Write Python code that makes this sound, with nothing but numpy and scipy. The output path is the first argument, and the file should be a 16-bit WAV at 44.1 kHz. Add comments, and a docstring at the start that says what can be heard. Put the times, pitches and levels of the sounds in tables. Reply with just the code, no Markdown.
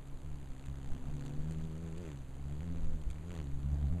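"""A hummingbird hawk-moth hovers at geranium flowers, a hand's width from a camera outdoors.
Its wings push the air in a low throbbing hum and swish at every stroke.
Now and then they tick, from a single hard stroke or a light brush on a petal.
A smaller insect drones past twice; a breeze bumps the microphone over a soft background hiss."""
import sys
import numpy as np
from scipy.fft import rfft, irfft, dct
from scipy.io import wavfile

SR = 44100
rng = np.random.default_rng(int(sys.argv[2]) if len(sys.argv) > 2 else 0)


def bounce(signal):
    """Save signal as a 16-bit WAV file at the path given by the first command-line argument."""
    frames = np.transpose(np.atleast_2d(signal))
    limited = np.clip(frames, -1, 1)
    pcm = np.round(limited * 32767).astype(np.int16)
    wavfile.write(sys.argv[1], SR, pcm)


N = 176400
TIME = np.arange(N) / SR
HZ = np.fft.rfftfreq(N, 1 / SR)
OPPOSED = np.array([[1], [-1]])  # added on the left, taken away on the right
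MAIN_STROKE = 0.871  # how far through each wingbeat the main stroke comes


def gain(db):
    """Turns decibels into a multiplier."""
    return 10 ** (np.asarray(db) / 20)


def unit(x):
    """Scales a signal to an average strength (rms) of 1."""
    return x / np.sqrt(np.mean(x ** 2) + 1e-20)


def curve(rows, column=1):
    """Joins the points of a time table with straight lines."""
    rows = np.array(rows)
    return np.interp(TIME, rows[:, 0], rows[:, column])


def noise(colour):
    """Noise of strength 1; the colour table sets the balance of lows and highs."""
    hz, db = np.transpose(colour)
    shape = gain(np.interp(np.log(HZ + 1), np.log(hz + 1), db))
    return unit(irfft(rfft(rng.standard_normal(N)) * shape, N))


def wander(rate_hz=22):
    """A smooth random wobble of strength 1."""
    return unit(irfft(rfft(rng.standard_normal(N)) * np.exp(-(HZ / rate_hz) ** 2), N))


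def swell(at_s, half_s):
    """A smooth rise and fall around one moment."""
    return np.exp(-((TIME - at_s) / half_s) ** 2)


# Hiss shared by left and right (frequency [Hz], relative level [dB])
HISS_COLOUR = [(100,10.5),(250,7.5),(1000,-4),(2000,-12),(4500,-19),(7000,-18),(12600,-24),(13300,-38)]
# Hiss that differs between them (frequency [Hz], relative level [dB])
SIDE_COLOUR = [(400,-7.5),(1000,-18),(4000,-35),(12000,-25.5),(15000,-49)]

def background_hiss():
    """Steady background hiss, its top treble cut off near 13 kHz."""
    return gain(-58) * noise(HISS_COLOUR) + gain(-74) * OPPOSED * noise(SIDE_COLOUR)


# The deep tone of the wind (frequency [Hz], relative level [dB])
WIND_COLOUR = [(20,17.5),(42,2),(70,-1.5),(130,-24),(3000,-94)]
# Bumps of air (time [s], level at the bump's peak [dB], half length [s])
GUSTS = [(.12,-37,0.044),(.5,-37.5,0.037),(0.919,-35.5,0.053),(1.07,-38.5,0.1),(1.41,-35.5,0.046),(2.87,-28.5,0.081),(3.08,-33.5,0.036),(3.55,-32.5,0.033),(3.915,-32,.025)]

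def breeze(rumble_db=-45.5, side_db=-21):
    """Moving air presses on the microphone: a light rumble and short bumps."""
    rumble = gain(rumble_db) * noise(WIND_COLOUR)
    for at_s, db, half_s in GUSTS:
        gust = swell(at_s, half_s)
        rumble += gain(db) * gust.std() * unit(gust * noise(WIND_COLOUR))
    return rumble + gain(rumble_db + side_db) * OPPOSED * noise(WIND_COLOUR)


# One list per fly-by (time [s], pitch [Hz], level [dB], octave compared with the note [dB])
FLY_BYS = [
    [(.92,249.8,-62,-26),(.97,250.1,-46,-21),(1.02,247.5,-59,-15.5),(1.44,246.2,-55.5,-8.5)],
    [(2.7,271.2,-54.5,-20),(2.88,266.3,-64.5,2.5),(2.95,253.7,-50,-14),(3,231.7,-67,-18)],
]

def small_insect(path, fade_s=0.012, waver_db=2):
    """A soft note and its octave swell and fade as the insect darts about."""
    angle = 2 * np.pi * np.cumsum(curve(path)) / SR
    inside_s = np.minimum(TIME - path[0][0], path[-1][0] - TIME)
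    fade = np.clip(inside_s / fade_s + .5, 0, 1)
    level = fade * gain(curve(path, column=2) + waver_db * wander(rate_hz=10.4))
    octave = gain(curve(path, column=3)) * np.sin(2 * angle)
    return np.sqrt(2) * level * (np.sin(angle) + octave)


# Wing ticks (time [s], level [dB])
TICKS = [(.074,-58),(.660,-51),(1.262,-49),(1.51,-52.5),(1.522,-54),(1.980,-52),(3.016,-55),(3.102,-49),(3.111,-50)]
# Their bright tone (frequency [Hz], relative level [dB])
TICK_COLOUR = [(400,-36),(1200,-9),(8000,-9),(15000,-35)]

def wing_ticks(rise_s=0.0002, decay_s=0.0022):
    """Sharp dry wing ticks: single hard strokes or light brushes."""
    level = sum(gain(db) * np.exp(-np.maximum((TIME - at_s) / decay_s, (at_s - TIME) / rise_s))
                for at_s, db in TICKS)
    return level * noise(TICK_COLOUR)


def puffs(beats, colour, width, uneven_db, at=MAIN_STROKE):
    """One puff of air per wingbeat, each of random strength; width and at are fractions of a beat."""
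    place = beats - at + .5
    strength = gain(uneven_db * rng.uniform(-1, 1, N))[np.floor(place).astype(int)]
    pulse = np.exp(-abs(place % 1 - .5) / width)
    return unit(strength * pulse) * noise(colour)


# Rush of the main stroke (time [s], level [dB])
MAIN_SWISH = [(0,-71.5),(.58,-66),(.66,-65.5),(.78,-66),(.94,-63.5),(1.01,-70),(1.27,-60),(1.37,-69.5),(1.51,-64.5),(1.92,-74),(2.1,-63),(2.25,-72),(2.66,-64.5),(3.22,-69.5),(3.37,-56.5),(3.49,-72),(3.61,-68.5)]
# Rush of the return stroke (time [s], level [dB])
RETURN_SWISH = [(0,-87),(1.15,-70.5),(1.98,-65),(2.2,-72.5),(4,-73)]
# The tone of both (frequency [Hz], relative level [dB])
SWISH_COLOUR = [(250,-22),(600,-0.5),(1000,3.5),(4000,-5.5),(7000,-3.5),(10000,-20),(15000,-30)]

def wing_swish(beats):
    """Air rushes over the wings twice a beat, out and back."""
    main = gain(curve(MAIN_SWISH)) * puffs(beats, SWISH_COLOUR, width=.054, uneven_db=3)
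    back = gain(curve(RETURN_SWISH)) * puffs(beats, SWISH_COLOUR, width=.11, uneven_db=4, at=.27)
    return main + back


# Churned air (time [s], level [dB])
WASH_LEVEL = [(0,-63),(.78,-60),(.92,-48),(1.02,-58),(1.09,-47.5),(1.15,-52.5),(1.3,-49.5),(1.62,-55.5),(2.25,-59.5),(2.53,-51),(3.15,-66.5),(3.8,-47)]
# Its dull tone (frequency [Hz], relative level [dB])
WASH_COLOUR = [(130,3.5),(280,-6),(420,-16),(750,-14),(2000,-50)]

def wing_wash(beats):
    """Swirling air under the wings reaches the microphone in ragged puffs."""
    return gain(curve(WASH_LEVEL)) * puffs(beats, WASH_COLOUR, width=.4, uneven_db=3.5)


# Close swerves (time [s], level [dB])
SWERVES = [(2.07,-59),(3.354,-58.5)]
# Their papery tone (frequency [Hz], relative level [dB])
WHIRR_COLOUR = [(300,4),(1900,-4.5),(7000,-21),(15000,-38)]

def swerve_whirr(beats):
    """The wings whirr briefly as the moth swerves close by."""
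    level = sum(gain(db) * swell(at_s, half_s=.065) for at_s, db in SWERVES)
    return level * puffs(beats, WHIRR_COLOUR, width=.18, uneven_db=1.5)


# Hum as the moth turns and nears (time [s], lowest note [dB], octave above [dB])
HUM_LEVELS = [(0,-62,-54.5),(.22,-54.5,-57.5),(.26,-47,-49.5),(.6,-61,-54.5),(.69,-46.5,-49.5),(.92,-45.5,-46.5),(1.02,-53,-53),(1.09,-45.5,-44.5),(1.22,-51.5,-43),(1.55,-46.5,-43.5),(1.92,-48.5,-46.5),(2.02,-50.5,-51),(2.17,-50,-45.5),(2.28,-54,-57.5),(2.5,-44.5,-45.5),(2.75,-43.5,-45),(3.15,-47.5,-50.5),(3.62,-43,-45),(3.73,-34.5,-41.5),(4,-36.5,-41.5)]
# Buzz of harmonics 4 to 8 (time [s], base level [dB])
BUZZ_LEVEL = [(0,-66),(.7,-63),(1.25,-56),(1.45,-59),(1.95,-57),(2.06,-52),(2.22,-65),(2.5,-59),(2.8,-63),(3.2,-65),(3.37,-56),(3.65,-60)]

def wing_hum(beats, beat_hz, waver_db=1.87, third_db=-13.5, step_db=-5.5, rough_rad=.3):
    """Each beat pushes air into a hum; the flip of the wings adds a rough buzz."""
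    bright_db = np.minimum(.6 * (beat_hz - beat_hz.mean()), 3.5)  # a quicker beat is brighter
    lowest, octave = curve(HUM_LEVELS), curve(HUM_LEVELS, column=2)
    third = (lowest + octave + bright_db) / 2 + third_db
    waver = waver_db * wander()
    # Harmonic k is a pure tone at k times the wingbeat rate.
    hum = sum(gain(db + waver) * np.cos(2 * np.pi * k * beats)
              for k, db in enumerate([lowest, octave, third], 1))
    buzz = 0
    for step, k in enumerate(range(4, 9)):
        db = step_db * step + (bright_db if step else -bright_db / 2)
        buzz += gain(db) * np.cos(2 * np.pi * k * (beats - MAIN_STROKE) + rough_rad * wander())
    return np.sqrt(2) * (hum + gain(curve(BUZZ_LEVEL)) * buzz)


# How fast the wings beat (time [s], rate [Hz])
WINGBEAT = [(0,70.47),(.22,65.43),(.27,74.15),(.54,64.44),(.68,69.09),(1.02,66.1),(1.14,73.75),(1.22,69.34),(1.42,73.78),(1.51,80.7),(1.75,78.2),(1.83,84.4),(1.93,78.4),(2.01,89.65),(2.13,70.4),(2.27,65.37),(2.6,74.4),(2.64,86.9),(3.05,74.97),(3.2,75.16),(3.26,85.2),(3.33,88.1),(3.46,67.4),(3.84,73.18),(3.89,66.5),(3.95,88.2),(4,81.6)]

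def hawk_moth(jitter=.008):
    """One slightly unsteady wingbeat drives the swish, wash, whirr and hum."""
    beat_hz = curve(WINGBEAT)
    beats = np.cumsum(beat_hz * (1 + jitter * wander())) / SR  # wingbeats so far
    return wing_swish(beats) + wing_wash(beats) + swerve_whirr(beats) + wing_hum(beats, beat_hz)


def scene():
    """The insects are close and central, with breeze and hiss around them."""
    insects = hawk_moth() + wing_ticks() + sum(small_insect(path) for path in FLY_BYS)
    return insects + breeze() + background_hiss()


def record(dry, dip_hz=5400, width_hz=750, depth=.92, top_hz=15100):
    """The microphone's opening weakens one band of treble; the very highest sounds are cut off."""
    hz = np.arange(N) * SR / (2 * N)
    dip = 1 - depth * np.exp(-abs((hz - dip_hz) / width_hz) ** 1.45)
    cutoff = np.clip((top_hz - hz) / 200 + .5, 0, 1)
    spectrum = dct(dry, norm="ortho")
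    return dct(spectrum * dip * cutoff, type=3, norm="ortho")


dry = scene()
out = record(dry)
bounce(out)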